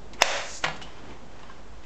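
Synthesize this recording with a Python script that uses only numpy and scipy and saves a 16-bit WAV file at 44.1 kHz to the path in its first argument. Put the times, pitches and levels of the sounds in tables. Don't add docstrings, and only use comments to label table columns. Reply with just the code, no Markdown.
import sys
import numpy as np
from scipy import signal
from scipy.fft import rfft, irfft
from scipy.io import wavfile

SR = 44100
rng = np.random.default_rng(int(sys.argv[2]) if len(sys.argv) > 2 else 0)


def dump_mix(stems):
    frames = np.atleast_2d(stems).T
    limited = np.clip(frames, -1, 1)
    pcm = np.round(limited * 32767).astype(np.int16)
    wavfile.write(sys.argv[1], SR, pcm)


N = 81585
T = np.arange(N) / SR

SHOT_S, SHOT_DB = .2222, 1
PUFF_DB, PUFF_T60_S = 1.5, 0.02
BARREL_DB, SHOT_ROOM_DB = -12, -12.5
BLAST_DB, BLAST_HZ = -28, 120
RUSH_DB, RUSH_T60_S, RUSH_BARREL_DB = -11, 0.57, -8.5
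# pitch_hz, gain_db
POP_COLOUR = [(100, -37), (350, -15), (550, 4.5), (950, -3), (1250, -12.5), (1800, -6.5), (2500, 4),
              (3000, 0.5), (3750, 3), (4600, -3), (6000, 1.5), (8000, -8)]
# pitch_hz, level_db, t60_s
BARREL_MODES = [(566.3, 12.5, 0.099), (640, -2, .05), (776, -8, 0.07), (1006, -27, .03),
                (1513, -19.5, 0.053), (1860, -4.5, 0.02), (2560, -15.5, 0.045), (2770, 10, 0.043),
                (3820, -5, .03), (6000, -9, 0.03)]
# pitch_hz, gain_db
RUSH_COLOUR = [(100, -23), (380, -15), (540, 5), (900, 2), (1300, 0.5), (1800, 3), (2700, -1.5),
               (3400, -6.5), (4600, -10), (6000, -12), (8000, -17)]


def shot(echo):
    burst = pulses([(SHOT_S, SHOT_DB)])
    barrel = ring(BARREL_MODES)
    pop = undb(SHOT_DB) * blow(colour(burst, POP_COLOUR))
    puff = undb(PUFF_DB) * blow(colour(noise() * fade(PUFF_T60_S, SHOT_S), POP_COLOUR))
    barrel_ring = undb(BARREL_DB) * through(burst, barrel)
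    push = undb(BLAST_DB) * blow(band(burst, BLAST_HZ, 1.2))
    direct = pop + puff + barrel_ring + push

    open_air = unit(colour(noise(), RUSH_COLOUR))
    barrel_air = undb(RUSH_BARREL_DB) * unit(through(noise(), barrel))
    rush = undb(RUSH_DB) * (open_air + barrel_air) * fade(RUSH_T60_S, SHOT_S)
    return direct + rush + undb(SHOT_ROOM_DB) * through(direct, echo)


SLIDE_S, SLIDE_DB, SLIDE_RISE_S = .221, -24, 0.045
SPRING_S, SPRING_HZ, SPRING_DB = .2108, 5130, -30
HAMMER_S, HAMMER_DB = .2209, 0
# pitch_hz, gain_db
SLIDE_COLOUR = [(150, -38), (600, 5), (1800, 2.5), (3000, -2), (4500, -17.5), (8000, -14)]
# pitch_hz, gain_db
THUD_COLOUR = [(100, -14), (400, -19), (560, 5.5), (1000, 9), (1250, -13.5), (1800, 3.5), (2400, -6.5),
               (4000, -8.5), (8000, -37.5)]


def hammer():
    scrape = undb(SLIDE_DB) * unit(colour(noise(), SLIDE_COLOUR)) * swell(SLIDE_S, SLIDE_RISE_S)
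    spring = noise() * fade(.03, SPRING_S)
    for _ in range(2):
        spring = band(spring, SPRING_HZ, 0.073)
    thud = undb(HAMMER_DB) * blow(colour(pulses([(HAMMER_S, 0)]), THUD_COLOUR))
    return scrape + undb(SPRING_DB) * blow(spring) - thud


# time_s, level_db
AIR_LEVEL = [(.25, -87), (.42, -41.5), (.50, -33.5), (.575, -31), (.61, -43), (.66, -39.5)]
# pitch_hz, gain_db
AIR_COLOUR = [(1000, -47.5), (3000, -20), (4200, -6), (5500, -3), (6600, 0), (8000, -3.5)]


def air():
    return curve(AIR_LEVEL) * unit(colour(noise(), AIR_COLOUR))


LEVER_DB, CRACK_T60_S, CLACK_ROOM_DB = -5, 0.014, -6
LATCH_DB, LATCH_RISE_S = -30, 0.023
STOCK_S, STOCK_HZ, STOCK_DB, STOCK_SWELL_S = .648, 158, -37, 0.031
# start_s, level_db
CLACKS = [(.6398, -23), (0.6417, -21.5), (.6462, -22), (.6492, -26.5), (0.6536, -30), (.664, -29)]
# pitch_hz, level_db, t60_s
LEVER_MODES = [(513.3, -3.5, 0.21), (653, -4, .07), (825, -25, 0.093), (980, -2, 0.18), (1243, 0, 0.12),
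               (1705, 10, 0.081), (1860, 1, 0.068), (2070, 6, 0.057), (2182, -7, 0.031), (2915, -11, .07),
               (3160, 2, 0.067), (3570, -17, .05), (4430, -2, 0.025)]
# pitch_hz, gain_db
CRACK_COLOUR = [(100, -29.5), (400, -3.5), (600, 3), (1400, 4.5), (2000, 5), (4000, -6), (5000, -9),
                (8000, -15.5)]


def lever(echo):
    cracks = sum(undb(level_db) * blow(colour(noise() * fade(CRACK_T60_S, start_s), CRACK_COLOUR))
                 for start_s, level_db in CLACKS)
    ringing = undb(LEVER_DB) * through(pulses(CLACKS), ring(LEVER_MODES))
    first_clack_s = CLACKS[0][0]
    latch = undb(LATCH_DB) * unit(colour(noise(), CRACK_COLOUR)) * swell(first_clack_s, LATCH_RISE_S)
    direct = cracks + ringing + latch

    age = np.maximum(T - STOCK_S, 0) / STOCK_SWELL_S
    bloom = (age * np.exp(1 - age)) ** 2
    boom = undb(STOCK_DB) * np.sqrt(2) * bloom * np.sin(2 * np.pi * STOCK_HZ * T)
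    return direct + boom + undb(CLACK_ROOM_DB) * through(direct, echo)


CLICK_ROOM_DB = -11
# start_s, level_db, centre_hz, width_octaves, t60_s
CLICKS = [(0.1335, -42, 4300, 1.2, 0.072), (0.134, -46.5, 2190, 0.24, 0.11), (0.683, -26, 790, 0.61, .025),
          (.763, -44.5, 5850, 1.1, 0.07), (0.8172, -36, 2990, .2, 0.14), (0.815, -38, 800, 1.1, 0.049),
          (.824, -42, 4500, 1.5, 0.075), (1.108, -48, 1700, 0.62, 0.023), (1.393, -45, 680, 1.5, 0.06),
          (1.4319, -45.5, 1020, 0.47, 0.037), (1.431, -50, 2800, 0.17, 0.037),
          (1.497, -42, 1070, 0.06, .025), (1.499, -44.5, 1600, 0.064, .1), (1.511, -52, 720, 1.3, 0.017),
          (1.581, -53, 900, 1.0, 0.054), (1.837, -49.5, 2230, 0.36, .04)]


def clicks(echo):
    direct = np.zeros(N)
    for start_s, level_db, centre_hz, width_octaves, t60_s in CLICKS:
        burst = noise() * fade(t60_s, start_s)
        direct += undb(level_db) * blow(band(burst, centre_hz, width_octaves))
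    return direct + undb(CLICK_ROOM_DB) * through(direct, echo)


PISTON_RING_HZ, PISTON_RING_DB = 3020, -14.5
# time_s, level_db
SLEEVE_LEVEL = [(0, -44.5), (.6, -48.5), (.75, -41.5), (.93, -47), (1.05, -42.5), (1.12, -40),
                (1.18, -48.5), (1.24, -45), (1.3, -47.5), (1.55, -46.5), (1.85, -50)]
# pitch_hz, gain_db
SLEEVE_COLOUR = [(80, 1.5), (210, 4), (400, 0.5), (900, -5.5), (1600, -15.5), (4000, -23), (8000, -41.5)]
# time_s, level_db
PISTON_LEVEL = [(.8, -52.5), (.88, -47), (.95, -50), (.99, -47), (1.03, -52), (1.12, -48), (1.26, -64),
                (1.34, -53), (1.40, -54), (1.53, -50.5), (1.65, -65), (1.85, -57)]
# pitch_hz, gain_db
PISTON_COLOUR = [(300, -7.5), (1000, 8.5), (2200, 3), (3100, 0.5), (4000, -7), (5000, -6), (8000, -15)]


def stroke():
    rub = grainy(220)
    tube_ring = undb(PISTON_RING_DB) * unit(band(rub, PISTON_RING_HZ, 0.021))
    piston = curve(PISTON_LEVEL) * (unit(colour(rub, PISTON_COLOUR)) + tube_ring)
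    sleeves = curve(SLEEVE_LEVEL) * unit(colour(grainy(98), SLEEVE_COLOUR))
    return sleeves + piston


FLOOR_DB, HUM_HZ = -49.5, 53.6
# pitch_hz, gain_db
FLOOR_COLOUR = [(25, -3), (60, 5.5), (100, -9), (200, -8), (350, -10.5), (700, -8.5), (1000, -9),
                (1600, -13.5), (2500, -18.5), (4000, -21), (8000, -23)]
# time_s, level_db
HUM_LEVEL = [(0, -51), (.22, -51), (.45, -57), (.75, -49), (.8, -56), (.885, -46), (.98, -60), (1.13, -53),
             (1.22, -65), (1.33, -55), (1.54, -55), (1.7, -45), (1.85, -46)]


def background():
    floor = undb(FLOOR_DB) * unit(colour(noise(), FLOOR_COLOUR))
    hum = curve(HUM_LEVEL) * np.sqrt(2) * np.sin(2 * np.pi * HUM_HZ * T)
    return floor + hum


ROOM_BUILD_S = 0.0016
# pitch_hz, t60_s
ROOM_DECAY = [(150, 0.67), (600, 0.56), (2000, 0.42), (4000, 0.48), (8000, 0.44)]


def room():
    pitch_hz, t60_s = np.array(ROOM_DECAY).T
    spectrum = rfft(noise())
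    log_f = np.log(np.maximum(np.fft.rfftfreq(N, 1 / SR), 1))
    tail = np.zeros(N)
    for share, t60 in zip(np.eye(len(pitch_hz)), t60_s):
        weight = np.interp(log_f, np.log(pitch_hz), share)
        tail += irfft(spectrum * weight, N) * fade(t60)
    tail = tail * (1 - np.exp(-T / ROOM_BUILD_S))
    return tail / np.sqrt(np.sum(tail ** 2))


def undb(db):
    return 10 ** (np.asarray(db) / 20)


def unit(x):
    return x / np.sqrt(np.mean(x ** 2))


def blow(x):
    return x * np.sqrt(SR / 10 / 10 / np.sum(x ** 2))


def noise():
    return rng.standard_normal(N)


GRAIN_DB = 1


def grainy(rate_hz):
    steps = np.arange(0, N, SR / rate_hz)
    grains = np.interp(np.arange(N), steps, noise()[:len(steps)])
    return noise() * undb(GRAIN_DB * grains)


def fade(t60, start=0):
    return (T >= start) * np.exp(-np.log(1000) * np.maximum(T - start, 0) / t60)


def swell(end_s, rise_s):
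    return (T < end_s) * np.exp(np.log(1000) / 2 * np.minimum(T - end_s, 0) / rise_s)


def curve(rows):
    time_s, level_db = np.array(rows).T
    after_db = level_db[-1] if time_s[-1] > T[-1] - .1 else -120
    return undb(np.interp(T, time_s, level_db, left=-120, right=after_db))


def through(x, response):
    return signal.fftconvolve(x, response)[:N]


def colour(x, points):
    pitch_hz, gain_db = np.array(points).T
    size = 8192
    f = np.maximum(np.fft.rfftfreq(size, 1 / SR), 1)
    gain = undb(np.interp(np.log(f), np.log(pitch_hz), gain_db))
    cepstrum = irfft(np.log(gain))
    cepstrum[1:size // 2] *= 2
    cepstrum[size // 2 + 1:] = 0
    return through(x, irfft(np.exp(rfft(cepstrum)))[:size // 2])


def band(x, hz, octaves):
    half = 2 ** (octaves / 2)
    edges = np.clip([hz / half, hz * half], 10, SR * .45)
    return signal.sosfilt(signal.butter(1, edges, "band", fs=SR, output="sos"), x)


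def pulses(rows):
    out = np.zeros(N)
    for start_s, level_db in rows:
        out[int(start_s * SR)] += undb(level_db)
    return out


def ring(modes):
    return blow(sum(undb(level_db) * np.sin(2 * np.pi * pitch_hz * T) * fade(t60_s)
                    for pitch_hz, level_db, t60_s in modes))


def scene():
    echo = room()
    mid = shot(echo) + hammer() + air() + lever(echo) + clicks(echo) + stroke() + background()
    return np.array([mid, mid])


DUCK_DB, DUCK_ATTACK_S, RECOVER_DB_PER_S = -8.5, 0.00048, 106.5
THUMP_SIZE, THUMP_HZ = .0014, 12
CEILING, TOP_HZ, OFFSET = 1.0, 15600, .0148
# pitch_hz, gain_db
MIC_COLOUR = [(7300, -3), (8200, -12), (8700, -27), (9200, -41.5), (12000, -36.5), (16000, -66)]


def record(dry):
    x = colour(dry.mean(axis=0), MIC_COLOUR)
    keep = np.exp(-1 / (DUCK_ATTACK_S * SR))
    loudness = signal.lfilter([1 - keep], [1, -keep], np.abs(x))
    over_db = 20 * np.log10(np.maximum(loudness / undb(DUCK_DB), 1))
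    recovered_db = RECOVER_DB_PER_S * T
    duck_db = np.maximum.accumulate(over_db + recovered_db) - recovered_db
    thump = THUMP_SIZE * signal.sosfilt(signal.butter(1, THUMP_HZ, fs=SR, output="sos"), duck_db)
    x = x * undb(-duck_db) + thump
    x = x / (1 + (x / CEILING) ** 4) ** .25
    x = np.convolve(x, signal.firwin(91, TOP_HZ, fs=SR), "same") + OFFSET
    return np.array([x, x])


dry = scene()
out = record(dry)
dump_mix(out)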